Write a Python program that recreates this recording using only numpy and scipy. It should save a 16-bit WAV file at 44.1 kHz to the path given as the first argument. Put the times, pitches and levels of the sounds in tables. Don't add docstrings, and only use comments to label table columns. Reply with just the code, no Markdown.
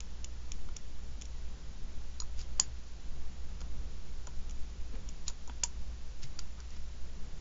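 import sys
import numpy as np
from scipy import signal
from scipy.fft import rfft, irfft
from scipy.io import wavfile
from scipy.ndimage import uniform_filter1d

SR = 44100
rng = np.random.default_rng(int(sys.argv[2]) if len(sys.argv) > 2 else 0)


def wrap_up_sound(samples):
    columns = np.atleast_2d(samples).T
    tamed = np.clip(columns, -1, 1)
    steps = np.round(tamed * 32767).astype(np.int16)
    wavfile.write(sys.argv[1], SR, steps)


N = 326727

# (frequency [Hz], level [dB per Hz])
AIR_SPECTRUM = [(8, -45.5), (22, -55.5), (31, -66), (45, -64), (54, -61.5), (63, -73.5), (75, -75.5),
                (110, -78.5), (165, -78.5), (270, -87.5), (430, -90), (650, -94), (1500, -98),
                (2100, -99.6), (5000, -99.3), (7500, -99.8), (12000, -115)]
# (time [s], pitch [Hz], level [dB])
DESK_BUMPS = [(1.218, 189, -52), (2.596, 181, -40.5), (2.596, 344, -41.5), (2.674, 110, -39),
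              (4.28, 124, -43.5), (5.09, 233, -46), (5.492, 244, -37), (5.635, 147, -42.5),
              (6.238, 129, -33)]
# (middle time [s], length [s], centre [Hz], width [Hz], level [dB])
SKIN_BRUSHES = [(2.406, 0.11, 4460, 6000, -54), (4.96, 0.12, 480, 90, -56.5), (4.944, 0.081, 233, 100, -54),
                (4.948, 0.071, 1490, 2500, -58.5), (5.283, 0.056, 4000, 5000, -48.5),
                (6.238, 0.067, 3530, 4500, -53), (6.397, 0.033, 2830, 2980, -54),
                (6.601, 0.066, 1300, 900, -60.5), (6.743, 0.13, 3000, 5000, -60)]
# (low [Hz], high [Hz])
PART_BANDS = [(3900, 6400), (6400, 7400), (1800, 3900), (400, 1800)]
# (pitch [Hz], relative level [dB], time to fade by 60 dB [s])
RING_TONES = [(466, -1, 0.033), (616, -5, 0.024), (811, -2.5, 0.015), (957, -1.5, 0.057), (1100, -8, 0.045),
              (1280, -5, .022), (1430, -2.5, 0.027), (1730, -3.5, 0.034), (2283, -2, 0.024),
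              (2630, -5, 0.023), (3076, -5, 0.04), (3487, -0.5, 0.032), (4200, 2.5, 0.014),
              (4540, -6, 0.017), (4950, -2, 0.025), (5370, -2.5, 0.023), (5650, -2.5, 0.018),
              (6190, -8, 0.045), (6780, -4.5, 0.027), (7060, -11, 0.039)]
# (time [s], level [dB])
KEY_TOUCHES = [(2.392, -52), (2.406, -52), (2.4142, -53.5), (3.6057, -53), (6.232, -50), (6.2374, -53),
               (6.3907, -41.5), (6.603, -55), (6.705, -60)]
# (time [s], level [dB], pitch [Hz], cap gain [dB], treble gain [dB], gain below the pitch [dB])
CASE_KNOCKS = [(0.688, -52.5, 1330, -0.5, -3, -4.5), (2.596, -42, 1200, 6, 5, -1.5),
               (3.615, -53, 1390, 4, 7.5, -1.5), (4.2719, -47.5, 1250, -6, -13, -0.5),
               (4.2762, -52, 1050, -12, -19, -3), (5.282, -55, 1390, -9.5, -21, -3),
               (5.477, -49, 950, -22, -22, 0), (5.4966, -46, 920, -2, -12, -3),
               (5.634, -42, 960, 11.5, -6, -6), (6.766, -57.5, 750, -1, 4, -6)]
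# (time [s], level [dB], tick over the ring [dB], cap gain [dB])
LIGHT_CLICKS = [(.0052, -43.5, 11, 1.5), (0.2446, -39.5, 3.5, -0.5), (0.519, -40.5, 4, -2.5),
                (.765, -47.5, 0, 0), (0.7672, -42.5, 6.5, -1.5), (1.213, -47.5, -9, -4.5),
                (1.2207, -44, 5, -2.5), (1.2545, -51, 0, -3), (4.27, -45.5, -5, -11), (4.496, -53, 7, 0),
                (4.5096, -50.5, 4, -7), (5.0888, -45, -4, -5), (5.4753, -48, 0, -12)]
# (time [s], level [dB], knock pitch [Hz], lowest snap pitch [Hz], rebound delay [s], rebound level [dB])
KEY_RELEASES = [(2.2011, -42.5, 1250, 3940, 0.018, -50.5), (2.5987, -26, 1100, 4500, 0.0094, -44),
                (5.2803, -40.5, 1380, 3780, .0185, -50), (5.6363, -31, 930, 4510, 0.0082, -44)]

# (snap [dB], bright ring [dB], key cap [dB], case [dB])
TOUCH_MIX = (2, -2.5, -8, -8.5)
KNOCK_MIX = (-8.5, -11.5, -5.5, 2.5)
ARROW_MIX = (0.5, -2.5, -4.5, -18)
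RELEASE_MIX = (5, 8, -13, -14.5)
REBOUND_MIX = (1.5, 2, -15.5, -6)


def gain(db):
    return 10 ** (np.asarray(db) / 20)


def seconds(length):
    return np.arange(int(length * SR)) / SR


def fade(t, fade_s):
    return np.exp(-np.log(1000) * t / fade_s)


def band(x, low_hz, high_hz, order=2):
    sections = signal.butter(order, [low_hz, min(high_hz, .45 * SR)], "band", fs=SR, output="sos")
    return signal.sosfilt(sections, x)


def unit_energy(x):
    return x / np.sqrt(np.sum(x ** 2))


def drift(rate_hz):
    step = int(SR / rate_hz)
    return 1.64 * uniform_filter1d(np.repeat(rng.standard_normal(N // step + 1), step), step)[:N]


def add(track, start, sound):
    i = max(int(start * SR), 0)
    track[i:i + len(sound)] += sound[:N - i]


def shape_tone(x, curve, size=8192):
    hz, db = np.transpose(sorted(curve))
    bin_hz = np.maximum(np.arange(size // 2 + 1) * SR / size, 1)
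    cepstrum = irfft(np.log(gain(np.interp(np.log(bin_hz), np.log(hz), db))))
    cepstrum[1:size // 2] *= 2
    cepstrum[size // 2 + 1:] = 0
    return irfft(rfft(x, size) * np.exp(rfft(cepstrum)))[:len(x)]


def ventilation(swell_db=0.96, split_hz=600):
    hz, db = np.transpose(AIR_SPECTRUM)
    bin_hz = np.maximum(np.arange(N // 2 + 1) * SR / N, 1)
    bin_db = np.interp(np.log(bin_hz), np.log(hz), db)
    spectrum = rfft(rng.standard_normal(N)) * gain(bin_db) * np.sqrt(SR / 2)
    low_share = 1 / (1 + (bin_hz / split_hz) ** 2)
    rumble = irfft(spectrum * low_share, N)
    hiss = irfft(spectrum * (1 - low_share), N)
    return rumble * gain(swell_db * drift(6.7)) + hiss


def hum(mains_hz=60.02, slip_hz=0.915, mains_db=-48.5, motor_db=-56.5):
    t = np.arange(N) / SR - 0.25
    mains = gain(mains_db) * np.sin(2 * np.pi * mains_hz * t)
    motor = gain(motor_db) * np.sin(2 * np.pi * (mains_hz - slip_hz) * t + 0.31 * drift(1.1))
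    return np.sqrt(2) * (mains + motor)


def room(x, echo_db=-22.5, fade_s=0.13, build_s=0.011):
    t = seconds(.35)
    build_up = np.clip(t / build_s - .5, 0, 1)
    echo = band(rng.standard_normal(len(t)), 350, 8000, order=1) * fade(t, fade_s) * build_up
    return x + gain(echo_db) * signal.fftconvolve(x, unit_energy(echo))[:N]


def desk_bumps(push_s=0.0091, fade_cycles=16.7):
    out, t = np.zeros(N), seconds(.3)
    push = 1 - np.exp(-t / push_s)
    for start, hz, db in DESK_BUMPS:
        add(out, start, gain(db) * np.sin(2 * np.pi * hz * t) * fade(t, fade_cycles / hz) * push)
    return out


def skin_brushes(grain_db=3.5):
    out = np.zeros(N)
    for middle, length, hz, width, db in SKIN_BRUSHES:
        count = int(length * SR)
        slips = rng.standard_normal(count) * gain(grain_db * rng.exponential(size=count))
        low_hz = np.hypot(hz, width / 2) - width / 2
        rub = band(slips, low_hz, low_hz + width)
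        add(out, middle - length / 2, gain(db) * rub / rub.std() * np.hanning(count))
    return out


def rattle(grain_db=6.0, rise_s=0.008, fade_s=0.24):
    t = seconds(.25)
    contacts = rng.standard_normal(len(t)) * gain(grain_db * rng.exponential(size=len(t)))
    grains = band(contacts, 550, 6200, order=1)
    return grains / grains.std() * fade(t, fade_s) * (1 - np.exp(-t / rise_s))


def plastic_ring(t, detune=0.014, scatter_db=1.5):
    hz, db, fade_s = np.transpose(RING_TONES)
    shift, strength, direction = rng.standard_normal((3, len(hz)))
    waves = np.sin(2 * np.pi * np.outer(hz * (1 + detune * shift), t))
    sizes = np.sign(direction) * gain(db + scatter_db * strength)
    tones = sizes[:, None] * waves * fade(t, fade_s[:, None])
    ring = np.zeros(len(t))
    for low, high in PART_BANDS:
        part = tones[(hz >= low) & (hz < high)].sum(axis=0)
        ring += unit_energy(part) * np.sqrt(2 * (high - low) / SR)
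    return ring


def key_hit(tick_db, buckle_s=0.00079, grit_db=-3.0):
    t = seconds(.08)
    tick = gain(tick_db) * signal.unit_impulse(len(t))
    ring = plastic_ring(t)
    swell_s = buckle_s * gain(-0.34 * tick_db)
    grit = gain(grit_db) * unit_energy(rng.standard_normal(len(t)) * t * np.exp(-t / swell_s))
    combined_size = np.sqrt(1 + gain(tick_db) ** 2 + gain(grit_db) ** 2)
    return (ring + tick + grit) / combined_size


def click(mix_db, knock_hz, snap_hz, tick_db, knock_db=5.0, below_knock_db=-4.0,
          valley_db=-4.5, cap_peak_db=1.5, snap_edge_db=3.0):
    widths_hz = np.diff(PART_BANDS)[:, 0]
    snap, bright, cap, case = np.asarray(mix_db) + 10 * np.log10(SR / 2 / widths_hz)
    curve = [
        (100, case - 14), (330, case - 7),
        (0.72 * knock_hz, case + below_knock_db), (knock_hz, case + knock_db),
        (1800, min(case, cap) + valley_db),
        (2300, cap - cap_peak_db), (3000, cap + cap_peak_db), (3500, cap),
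        (max(0.83 * snap_hz, 3600), min(cap, snap) - 10),
        (snap_hz, snap + snap_edge_db), (5500, snap), (6300, snap),
        (6900, bright), (7400, bright), (9000, bright - 9), (10800, bright - 9), (13000, bright - 36)]
    return shape_tone(key_hit(tick_db), curve) * np.sqrt(.005 * SR)


def key_touches():
    out = np.zeros(N)
    for start, db in KEY_TOUCHES:
        add(out, start, gain(db) * click(TOUCH_MIX, knock_hz=1420, snap_hz=4590, tick_db=-1.5))
    return out


def case_knocks():
    out = np.zeros(N)
    snap, bright, cap, case = KNOCK_MIX
    for start, db, knock_hz, cap_db, treble_db, body_db in CASE_KNOCKS:
        mix_db = (snap + treble_db, bright + treble_db, cap + cap_db, case)
        knock = click(mix_db, knock_hz, snap_hz=4340, tick_db=-5,
                      knock_db=3, below_knock_db=body_db, valley_db=0)
        add(out, start, gain(db) * knock)
    return out


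def arrow_pad():
    out = np.zeros(N)
    snap, bright, cap, case = ARROW_MIX
    for start, db, tick_db, cap_db in LIGHT_CLICKS:
        mix_db = (snap, bright, cap + cap_db, case)
        press = click(mix_db, knock_hz=1260, snap_hz=5500, tick_db=tick_db,
                      valley_db=-12, cap_peak_db=0.1)
        add(out, start, gain(db) * press)
    return out


def key_releases(firm_db=-28, rattle_db=-22):
    out = np.zeros(N)
    for start, db, knock_hz, snap_hz, rebound_s, rebound_db in KEY_RELEASES:
        force_db = db - firm_db
        hollow_db = np.array([0, 0, 0, -0.66 * force_db])
        tick_db = 2 + 0.9 * force_db
        snap = click(RELEASE_MIX + hollow_db, knock_hz, snap_hz, tick_db,
                     knock_db=-0.5, valley_db=-1.0, snap_edge_db=-1.5)
        rebound = click(REBOUND_MIX + hollow_db, knock_hz, snap_hz, tick_db=-16, snap_edge_db=-1.5)
        add(out, start, gain(db) * snap)
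        add(out, start + rebound_s, gain(rebound_db) * rebound)
        add(out, start, gain(db + rattle_db) * rattle())
    return out


def scene():
    keys = arrow_pad() + key_releases() + key_touches() + case_knocks()
    return (room(keys + desk_bumps() + skin_brushes()) + ventilation() + hum())[None]


def record(dry, cut_hz=7230, mirror_hz=16000, leak_db=-44.5):
    faded = dry * signal.windows.tukey(N, .001)
    speech_band = signal.sosfilt(signal.ellip(8, .3, 46, cut_hz, fs=SR, output="sos"), faded)
    mirrored = 2 * speech_band * np.cos(2 * np.pi * mirror_hz * np.arange(N) / SR)
    return speech_band + gain(leak_db) * band(mirrored, 8600, 11200, order=3)


dry = scene()
out = record(dry)
wrap_up_sound(out)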